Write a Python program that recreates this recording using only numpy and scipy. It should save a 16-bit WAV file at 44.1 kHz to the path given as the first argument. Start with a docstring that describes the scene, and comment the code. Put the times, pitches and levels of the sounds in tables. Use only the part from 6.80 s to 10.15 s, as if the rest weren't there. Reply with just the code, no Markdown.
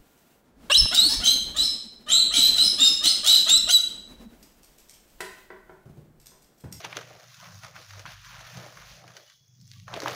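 """Indoors, on a floor: a hand pulls newspaper packing apart, close to a small microphone.
The paper rustles: bands of noise burst with crinkles, hard ticks and briefly ringing patches.
Creases snap as spiky noise bursts with a click, a ring, a bright crack and a low boom.
A faint motor hum of wavering sines and rumble lies below; faint blurred whistles come late.
A noise suppressor thins the quiet parts and the top of the treble is cut."""
import sys
import numpy as np
from scipy import signal
from scipy.fft import rfft, irfft
from scipy.io import wavfile

SR = 44100
rng = np.random.default_rng(int(sys.argv[2]) if len(sys.argv) > 2 else 0)


def waveform_to_disk(signal):
    """Save audio, clipped to [-1, 1], as 16-bit WAV at the path in sys.argv[1]."""
    frames = np.transpose(np.atleast_2d(signal))
    scaled = np.clip(frames, -1, 1) * 32767
    samples = np.round(scaled).astype(np.int16)
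    wavfile.write(sys.argv[1], SR, samples)


N = 147735   # length [samples]

# The rustle under the snaps: (time [s], treble level before RUSTLE_DB [dB],
# upper middle, middle and low band [dB above the treble])
RUSTLE_LEVELS = [(0.0, -52.5, 0, 8, 4), (0.03, -58, 5.5, 2, 0), (0.05, -48.5, 12.5, 10.5, 2),
                 (0.08, -57.5, 2, 10.5, 8.5), (0.15, -55.5, 5.5, 9.5, -14), (0.17, -50, 9.5, 5.5, 12),
                 (0.2, -58, 6, 6.5, 3), (0.42, -60, -0.5, 4, 1.5), (0.49, -58.5, -1, -0.5, -19),
                 (0.56, -56.5, -0.5, 3.5, -28), (0.66, -57, 0, 7, -6.5), (0.75, -56.5, -5, 2.5, -13),
                 (0.81, -56, -2, -0.5, -24), (0.85, -54, 2.5, 11, -5), (0.91, -61.5, 1.5, 3.5, 3),
                 (0.94, -61.5, 2, 6, -9), (0.96, -55.5, -1, 12.5, -19), (1.0, -56, 2, 2.5, 1.5),
                 (1.07, -57, -2.5, 0, -25), (1.19, -53.5, 0.5, 5, 1), (1.25, -59.5, -1, 2, -11),
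                 (1.265, -54, 10, 8.5, -12), (1.32, -53, 1.5, 6.5, -11), (1.36, -60, 6, 4, -35),
                 (1.48, -53.5, 0, 7, -57), (1.52, -54.5, 3.5, 10, -14), (1.63, -57, 4.5, 8, -9),
                 (1.74, -53.5, -0.5, 2, -13), (1.8, -53, 2, 11, 4.5), (1.92, -57.5, 0, 3.5, -5.5),
                 (2.02, -56.5, 1.5, 6.5, -9), (2.15, -55, 0, -1, -5.5), (2.23, -63, 1, 7, 5),
                 (2.38, -60, 3.5, 3.5, 2.5), (2.44, -62, -2, -2, 4), (2.51, -62, -0.5, 5, -29),
                 (2.58, -66, -8, -18.5, -9), (2.74, -65.5, -12, -18, -14), (2.87, -63, 0, -18, -40),
                 (2.94, -60.5, 1.5, -5, -40.5), (3.03, -63.5, 2, -17, -40), (3.07, -65, 2, -1, -7),
                 (3.08, -61.5, -5, 19, -2), (3.16, -53.5, 10.5, 12, 10.5), (3.22, -52.5, -2, 8.5, 9),
                 (3.29, -47.5, 7, 14.5, 8), (3.35, -47, -0.5, 6, -1)]
# Where the low, middle, upper middle and treble levels apply: (frequency [Hz])
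TILT_HZ = [400., 1100., 3000., 5200.]
# Colour of paper and microphone: (frequency [Hz], gain [dB])
PAPER_COLOUR = [(200, -24.5), (300, -7.5), (420, -5), (630, -0.5), (900, -10), (1450, -8.5), (2500, -9.5),
                (4200, -10.5), (6400, -9.5), (7900, -25), (10500, -22.5), (13700, -26.5), (14800, -22),
                (15700, -11)]
# Creases snapping: (time [s], relative level [dB], ring pitch [Hz], relative crack level [dB],
# time to fall 60 dB [s])
CREASE_SNAPS = [(0.047, -24.5, 905, -10.5, 0.03), (0.127, -20.5, 1710, -39, 0.02),
                (0.169, -16, 1430, -9, 0.015), (0.188, -31, 1380, -15, 0.051),
                (0.211, -30.5, 1240, -15, 0.047), (0.304, -33.5, 617, -25, 0.053),
                (0.543, -39, 3080, -6.5, 0.032), (0.626, -34.5, 860, -25, 0.044),
                (0.834, -29.5, 1660, -13, 0.021), (0.846, -35, 1320, -6.5, 0.038),
                (0.956, -29.5, 1030, -24, 0.014), (0.962, -30.5, 1830, -23, 0.052),
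                (1.107, -32.5, 1690, -11, 0.029), (1.133, -33.5, 1200, -26, 0.031),
                (1.193, -36, 1760, -7.5, 0.053), (1.254, -24, 1420, -31, 0.024),
                (1.26, -26, 1110, -19, 0.022), (1.592, -34, 1500, -11, 0.019),
                (1.608, -36.5, 596, -12, 0.055), (1.705, -42, 626, -15, 0.04),
                (1.771, -36.5, 625, -6.5, 0.032), (1.862, -31, 556, -16.5, 0.028),
                (1.971, -31, 1530, -17.5, 0.036), (2.241, -28.5, 790, -24.5, 0.0086),
                (2.278, -36.5, 1880, -9, 0.029), (2.304, -38, 990, -14, 0.031),
                (2.367, -37, 1680, -4.5, 0.043), (2.498, -42.5, 2830, -8, 0.032),
                (2.813, -45.5, 5500, -7, 0.017), (2.877, -42.5, 5650, -8, 0.011),
                (2.915, -29.5, 4000, -13, 0.008), (2.935, -41, 3170, -11.5, 0.026),
                (2.999, -45.5, 3480, -1, 0.014), (3.079, -30, 1320, -19.5, 0.073),
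                (3.13, -24, 900, -25, 0.018), (3.139, -20.5, 3240, -25, 0.023),
                (3.14, -21, 870, -20.5, 0.031), (3.163, -21, 470, -20, 0.02),
                (3.174, -18.5, 530, -26, 0.016), (3.202, -22, 5100, -8.5, 0.011),
                (3.219, -22.5, 1340, -14, 0.024), (3.232, -17, 413, -36, 0.0083),
                (3.235, -27.5, 4700, -10, 0.013), (3.259, -10, 980, -29, 0.024),
                (3.275, -15, 1300, -30, 0.02), (3.28, -15, 860, -11, 0.012),
                (3.282, -18, 650, -12.5, 0.011), (3.31, -30, 4950, -7, 0.0094)]
# The hum swells and fades: (time [s], level [dB], lowest line and deep noise above that [dB])
HUM_LEVELS = [(0.0, -62, -13), (0.06, -54, -33), (0.38, -58, -16), (0.4, -78, -18), (0.44, -61, -29),
              (0.61, -56.5, -14), (0.69, -51.5, -25), (1.05, -61, -10), (1.13, -61.5, -2.5),
              (1.29, -51.5, -11), (1.32, -60.5, 1.5), (1.66, -59.5, -5.5), (1.79, -49, -43),
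              (2.01, -64.5, 1.5), (2.16, -52.5, -8), (2.25, -58, -29), (2.51, -74, -4), (2.84, -51, -34),
              (2.88, -56, -19), (3.18, -49.5, -16), (3.35, -49, -34)]
# Upper hum lines: (frequency at the start [Hz], level in the hum [dB])
HUM_LINES = [(121.5, -4), (148., -11.5), (174., -12)]
# One hum line with a level of its own: (time [s], level [dB])
SEPARATE_LINE_LEVELS = [(0, -73), (1.0, -68.5), (1.2, -56), (1.55, -66.5), (2.15, -66.5), (2.4, -92),
                        (2.9, -57.5), (3.35, -66)]
# Faint blurred whistles: (start [s], loudest [s], end [s], pitch [Hz], top level [dB],
# width of each resonance [Hz])
WHISTLES = [(2.3, 2.45, 2.92, 3370, -67, 120), (2.37, 2.48, 2.6, 2975, -67, 120),
            (2.935, 2.95, 3.03, 1150, -66, 120)]
# Noise that the suppressor expects: (frequency [Hz], level [dB per bin])
EXPECTED_NOISE = [(60, -71.5), (250, -74.5), (1000, -79.5), (3000, -83.5), (6000, -93), (15000, -104)]

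# Rustle: each rate of drift is the corner of a low-pass
RUSTLE_DB = 18
CRINKLES_PER_S, CRINKLE_SPREAD_DB, CRINKLE_T60_S = 350, 3.5, .008
BROAD_DB, NARROW_DB, HISS_DB = -4, -6, -2   # crinkles in all bands, in two bands, sliding hiss
CLUMP_DB, CLUMP_RATE_HZ = .7, 12
PATCH_DB, PATCH_RATE_HZ = 1, 16.7   # each band also flickers alone
TICKS_PER_S, TICK_DB = 140, 19   # lone hard ticks, above the plain white noise
PANEL_HZ, PANEL_CYCLES = [303.4, 3220], 41.5   # flat patches ring this many cycles to -60 dB
PANEL_TAPS_PER_S, PANEL_DB = 210, -17.5

# Hum
HUM_WAVER_DB, WAVER_RATE_HZ = 2, 5.1   # each line alone
HUM_WOBBLE_DB, WOBBLE_RATE_HZ = 3, 19   # lines and noise together
HUM_RISE_PER_S = 0.00803   # share of the starting pitch; the lowest line stays put
SEPARATE_LINE_HZ, SEPARATE_WAVER_DB = 98.2, 6
LOWEST_HZ = 50.
DEEP_HZ, DEEP_DB = [41.8, 75.], -13
RUMBLE_HZ, RUMBLE_DB = [90., 185.], -6

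# Snaps
RING_DB, RING_WIDTH = -14, 0.8   # width as a share of the pitch
CRACK_DB, CRACK_HZ = -3.5, [1420, 12600]
ATTACK_S, CLICK_DB = 0.00069, 18   # one hard click where the rise ends
BOOM_HZ, BOOM_T60_S = 310.5, 0.15
BOOM_DB, BOOM_DB_PER_OCTAVE = -15.5, -10   # the sheet booms more under low snaps

WHISTLE_FADE_DB = 10   # below the top at start and end
FLOOR_DB, FLOOR_HZ = -70, [200., 4060]   # faint hiss
SUPPRESS_DB, SUPPRESS_S = -10, 0.05   # lowest gain, averaging time
CUTOFF_HZ = 16200


def amp(db):
    """Decibels to gain."""
    return 10 ** (np.asarray(db) / 20)


def unit(x):
    """Scale to rms 1."""
    return x / np.sqrt(np.mean(x ** 2) + 1e-20)


def in_time(rows):
    """Table columns as curves over time."""
    s, *columns = np.transpose(rows)
    return [np.interp(np.arange(N) / SR, s, column) for column in columns]


def at_hz(points, hz):
    """Read a spectrum on a log frequency axis."""
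    point_hz, level_db = np.transpose(points)
    return np.interp(np.log(hz), np.log(point_hz), level_db)


def band(x, low_hz, high_hz):
    """Butterworth band-pass."""
    edges = [low_hz, min(high_hz, .45 * SR)]
    return signal.sosfilt(signal.butter(2, edges, "band", fs=SR, output="sos"), x)


def drift(rate_hz):
    """Slow chance with spread 1: noise through two equal low-passes, at every 40th sample."""
    r = np.exp(-80 * np.pi * rate_hz / SR)
    noise = rng.standard_normal(N // 40 + 2002)
    slow = signal.lfilter([1], [1, -2 * r, r * r], noise)[2000:]   # settled part
    return np.interp(np.arange(N) / 40, np.arange(len(slow)), unit(slow))


def ring(x, hz, t60):
    """Two-pole resonance; a unit click rings with height about 1."""
    r, w = amp(-60 / (t60 * SR)), 2 * np.pi * hz / SR
    return signal.lfilter([0, np.sin(w)], [1, -2 * r * np.cos(w), r * r], x + 1e-18)


def papery(x):
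    """Give a sound the colour of paper and microphone."""
    hz = np.arange(1, len(x) // 2 + 2) * SR / len(x)
    return irfft(rfft(x) * amp(at_hz(PAPER_COLOUR, hz)), len(x))


def crinkles():
    """Power envelope of tiny random buckles of uneven size, each dying fast; mean 1."""
    sizes = amp(2 * CRINKLE_SPREAD_DB * np.minimum(rng.exponential(1, N), 3))
    born = rng.random(N) < CRINKLES_PER_S / SR
    decay = amp(-120 / (CRINKLE_T60_S * SR))   # power, so twice the dB
    power = signal.lfilter([1], [1, -decay], sizes * born + 1e-18)
    return power / power.mean()


def tilt(hz, low_db, middle_db, upper_db):
    """Gain over the treble at one frequency, blended from the level curves."""
    low, middle, upper, _ = [np.interp(np.log(hz), np.log(TILT_HZ), row) for row in np.eye(4)]
    return amp(low * low_db + middle * middle_db + upper * upper_db)


def panels(tilt_curves):
    """Flat patches of paper: random taps dealt out to 40 short resonances."""
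    out = 0
    taps = rng.standard_normal(N) * (rng.random(N) < PANEL_TAPS_PER_S / SR)
    pitches = np.geomspace(*PANEL_HZ, 40) * rng.uniform(.98, 1.02, 40)
    dealt = rng.integers(0, 40, N)
    for k, hz in enumerate(pitches):
        own_taps = tilt(hz, *tilt_curves) * taps * (dealt == k)
        out = out + amp(PANEL_DB) * ring(own_taps, hz, PANEL_CYCLES / hz)
    return out


def rustle():
    """Third-octave bands of noise bursting with broad and narrow crinkles in clumps, plus panels."""
    treble_db, upper_db, middle_db, low_db = in_time(RUSTLE_LEVELS)
    tilt_curves = low_db, middle_db, upper_db
    edges = 230 * 2 ** np.arange(0, 6.4, 1 / 3)
    broad = crinkles()
    narrow = [crinkles() for _ in range(len(edges) // 2)]
    white = rng.standard_normal((2, N))   # neighbouring bands take different noise
    ticks = amp(TICK_DB) * rng.standard_normal(N) * (rng.random(N) < TICKS_PER_S / SR)
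    out = panels(tilt_curves)
    for k, (low, high) in enumerate(zip(edges, edges[1:])):
        crinkle_power = amp(2 * BROAD_DB) * broad + amp(2 * NARROW_DB) * narrow[k // 2]
        burst = np.sqrt(amp(2 * HISS_DB) + crinkle_power)
        grains = band(white[k % 2] * burst + ticks, low, high)
        flicker = amp(PATCH_DB * drift(PATCH_RATE_HZ))
        out = out + tilt(np.sqrt(low * high), *tilt_curves) * flicker * grains
    return amp(RUSTLE_DB + treble_db + CLUMP_DB * drift(CLUMP_RATE_HZ)) * papery(out)


def hum_line(hz, waver_db):
    """A sine of rms 1 before its random waver, its pitch creeping up."""
    t = np.arange(N) / SR
    cycles = hz * t * (1 + HUM_RISE_PER_S * t / 2) + rng.random()
    return np.sqrt(2) * amp(waver_db * drift(WAVER_RATE_HZ)) * np.sin(2 * np.pi * cycles)


def hum():
    """Motor lines about 25 Hz apart, each wavering on its own, over a soft rumble."""
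    level_db, lowest_db = in_time(HUM_LEVELS)
    t = np.arange(N) / SR
    waver = amp(HUM_WAVER_DB * drift(WAVER_RATE_HZ))
    lowest = waver * np.sqrt(2) * np.sin(2 * np.pi * LOWEST_HZ * t)
    deep = amp(DEEP_DB) * unit(band(rng.standard_normal(N), *DEEP_HZ))
    rumble = amp(RUMBLE_DB) * unit(band(rng.standard_normal(N), *RUMBLE_HZ))
    upper = sum(amp(db) * hum_line(hz, HUM_WAVER_DB) for hz, db in HUM_LINES)
    together = upper + amp(lowest_db) * (lowest + deep) + rumble
    wobbling_level = amp(level_db + HUM_WOBBLE_DB * drift(WOBBLE_RATE_HZ))
    separate_level = amp(in_time(SEPARATE_LINE_LEVELS)[0])
    separate = separate_level * hum_line(SEPARATE_LINE_HZ, SEPARATE_WAVER_DB)
    return separate + wobbling_level * together


def snaps():
    """Each snap is a spiky noise burst: a broad ring at its own pitch, a bright crack and a low boom."""
    out, t = np.zeros(N + SR), np.arange(int(.12 * SR)) / SR
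    for s, db, hz, crack_db, length in CREASE_SNAPS:
        noise = rng.standard_normal((2, len(t))) * rng.exponential(1, (2, len(t)))
        noise[:, int(ATTACK_S * SR) + 1] = amp(CLICK_DB)
        burst = noise * np.minimum(t / ATTACK_S, 1) * amp(-60 * t / length)
        half_width = 1 + RING_WIDTH / 2
        tone = amp(RING_DB) * unit(band(burst[0], hz / half_width, hz * half_width))
        crack = amp(CRACK_DB + crack_db) * unit(papery(band(burst[1], *CRACK_HZ)))
        boom_gain = amp(BOOM_DB + BOOM_DB_PER_OCTAVE * np.log2(hz / BOOM_HZ))
        boom = boom_gain * np.sin(2 * np.pi * BOOM_HZ * t) * amp(-60 * t / BOOM_T60_S)
        # longer snaps carry more energy
        size = np.sqrt(.004 * SR / len(t)) * np.sqrt(length / .02)
        i = int(s * SR)
        out[i:i + len(t)] += amp(db) * (size * (tone + crack) + boom)
    return out[:N]


def whistle():
    """Each tone is noise twice through a resonance, swelling and then fading in dB."""
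    t, out = np.arange(N) / SR, 0
    for start, top, end, hz, db, width_hz in WHISTLES:
        t60 = 2.2 / width_hz
        times = [start - .03, start, top, end, end + .03]
        shape_db = np.interp(t, times, [-60, -WHISTLE_FADE_DB, 0, -WHISTLE_FADE_DB, -60])
        tone = ring(ring(rng.standard_normal(N), hz, t60), hz, t60)
        out = out + amp(db + shape_db) * unit(tone)
    return out


def suppress(x):
    """Noise suppressor: bins whose recent power is near the expected noise are turned down."""
    hz, _, spec = signal.stft(x, SR, nperseg=1024, noverlap=768)
    keep = np.exp(-256 / SR / SUPPRESS_S)
    power = abs(spec) ** 2
    recent = np.maximum(signal.lfilter([1 - keep], [1, -keep], power), .5 * power)
    noise_power = amp(2 * at_hz(EXPECTED_NOISE, hz + 1))[:, None]
    gain = np.maximum(1 - noise_power / (recent + 1e-20), amp(SUPPRESS_DB))
    return signal.istft(spec * gain, SR, nperseg=1024, noverlap=768)[1][:N]


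def scene():
    """Paper, hum and whistles close to the microphone, over a faint hiss."""
    hiss = amp(FLOOR_DB) * unit(band(rng.standard_normal(N), *FLOOR_HZ))
    return (rustle() + hum() + snaps() + whistle() + hiss)[None]


def record(dry):
    """Noise suppressor, then a steep low-pass cuts the top."""
    top_cut = signal.cheby2(16, 80, CUTOFF_HZ, fs=SR, output="sos")
    return signal.sosfilt(top_cut, suppress(dry[0])[None])


dry = scene()
out = record(dry)
waveform_to_disk(out)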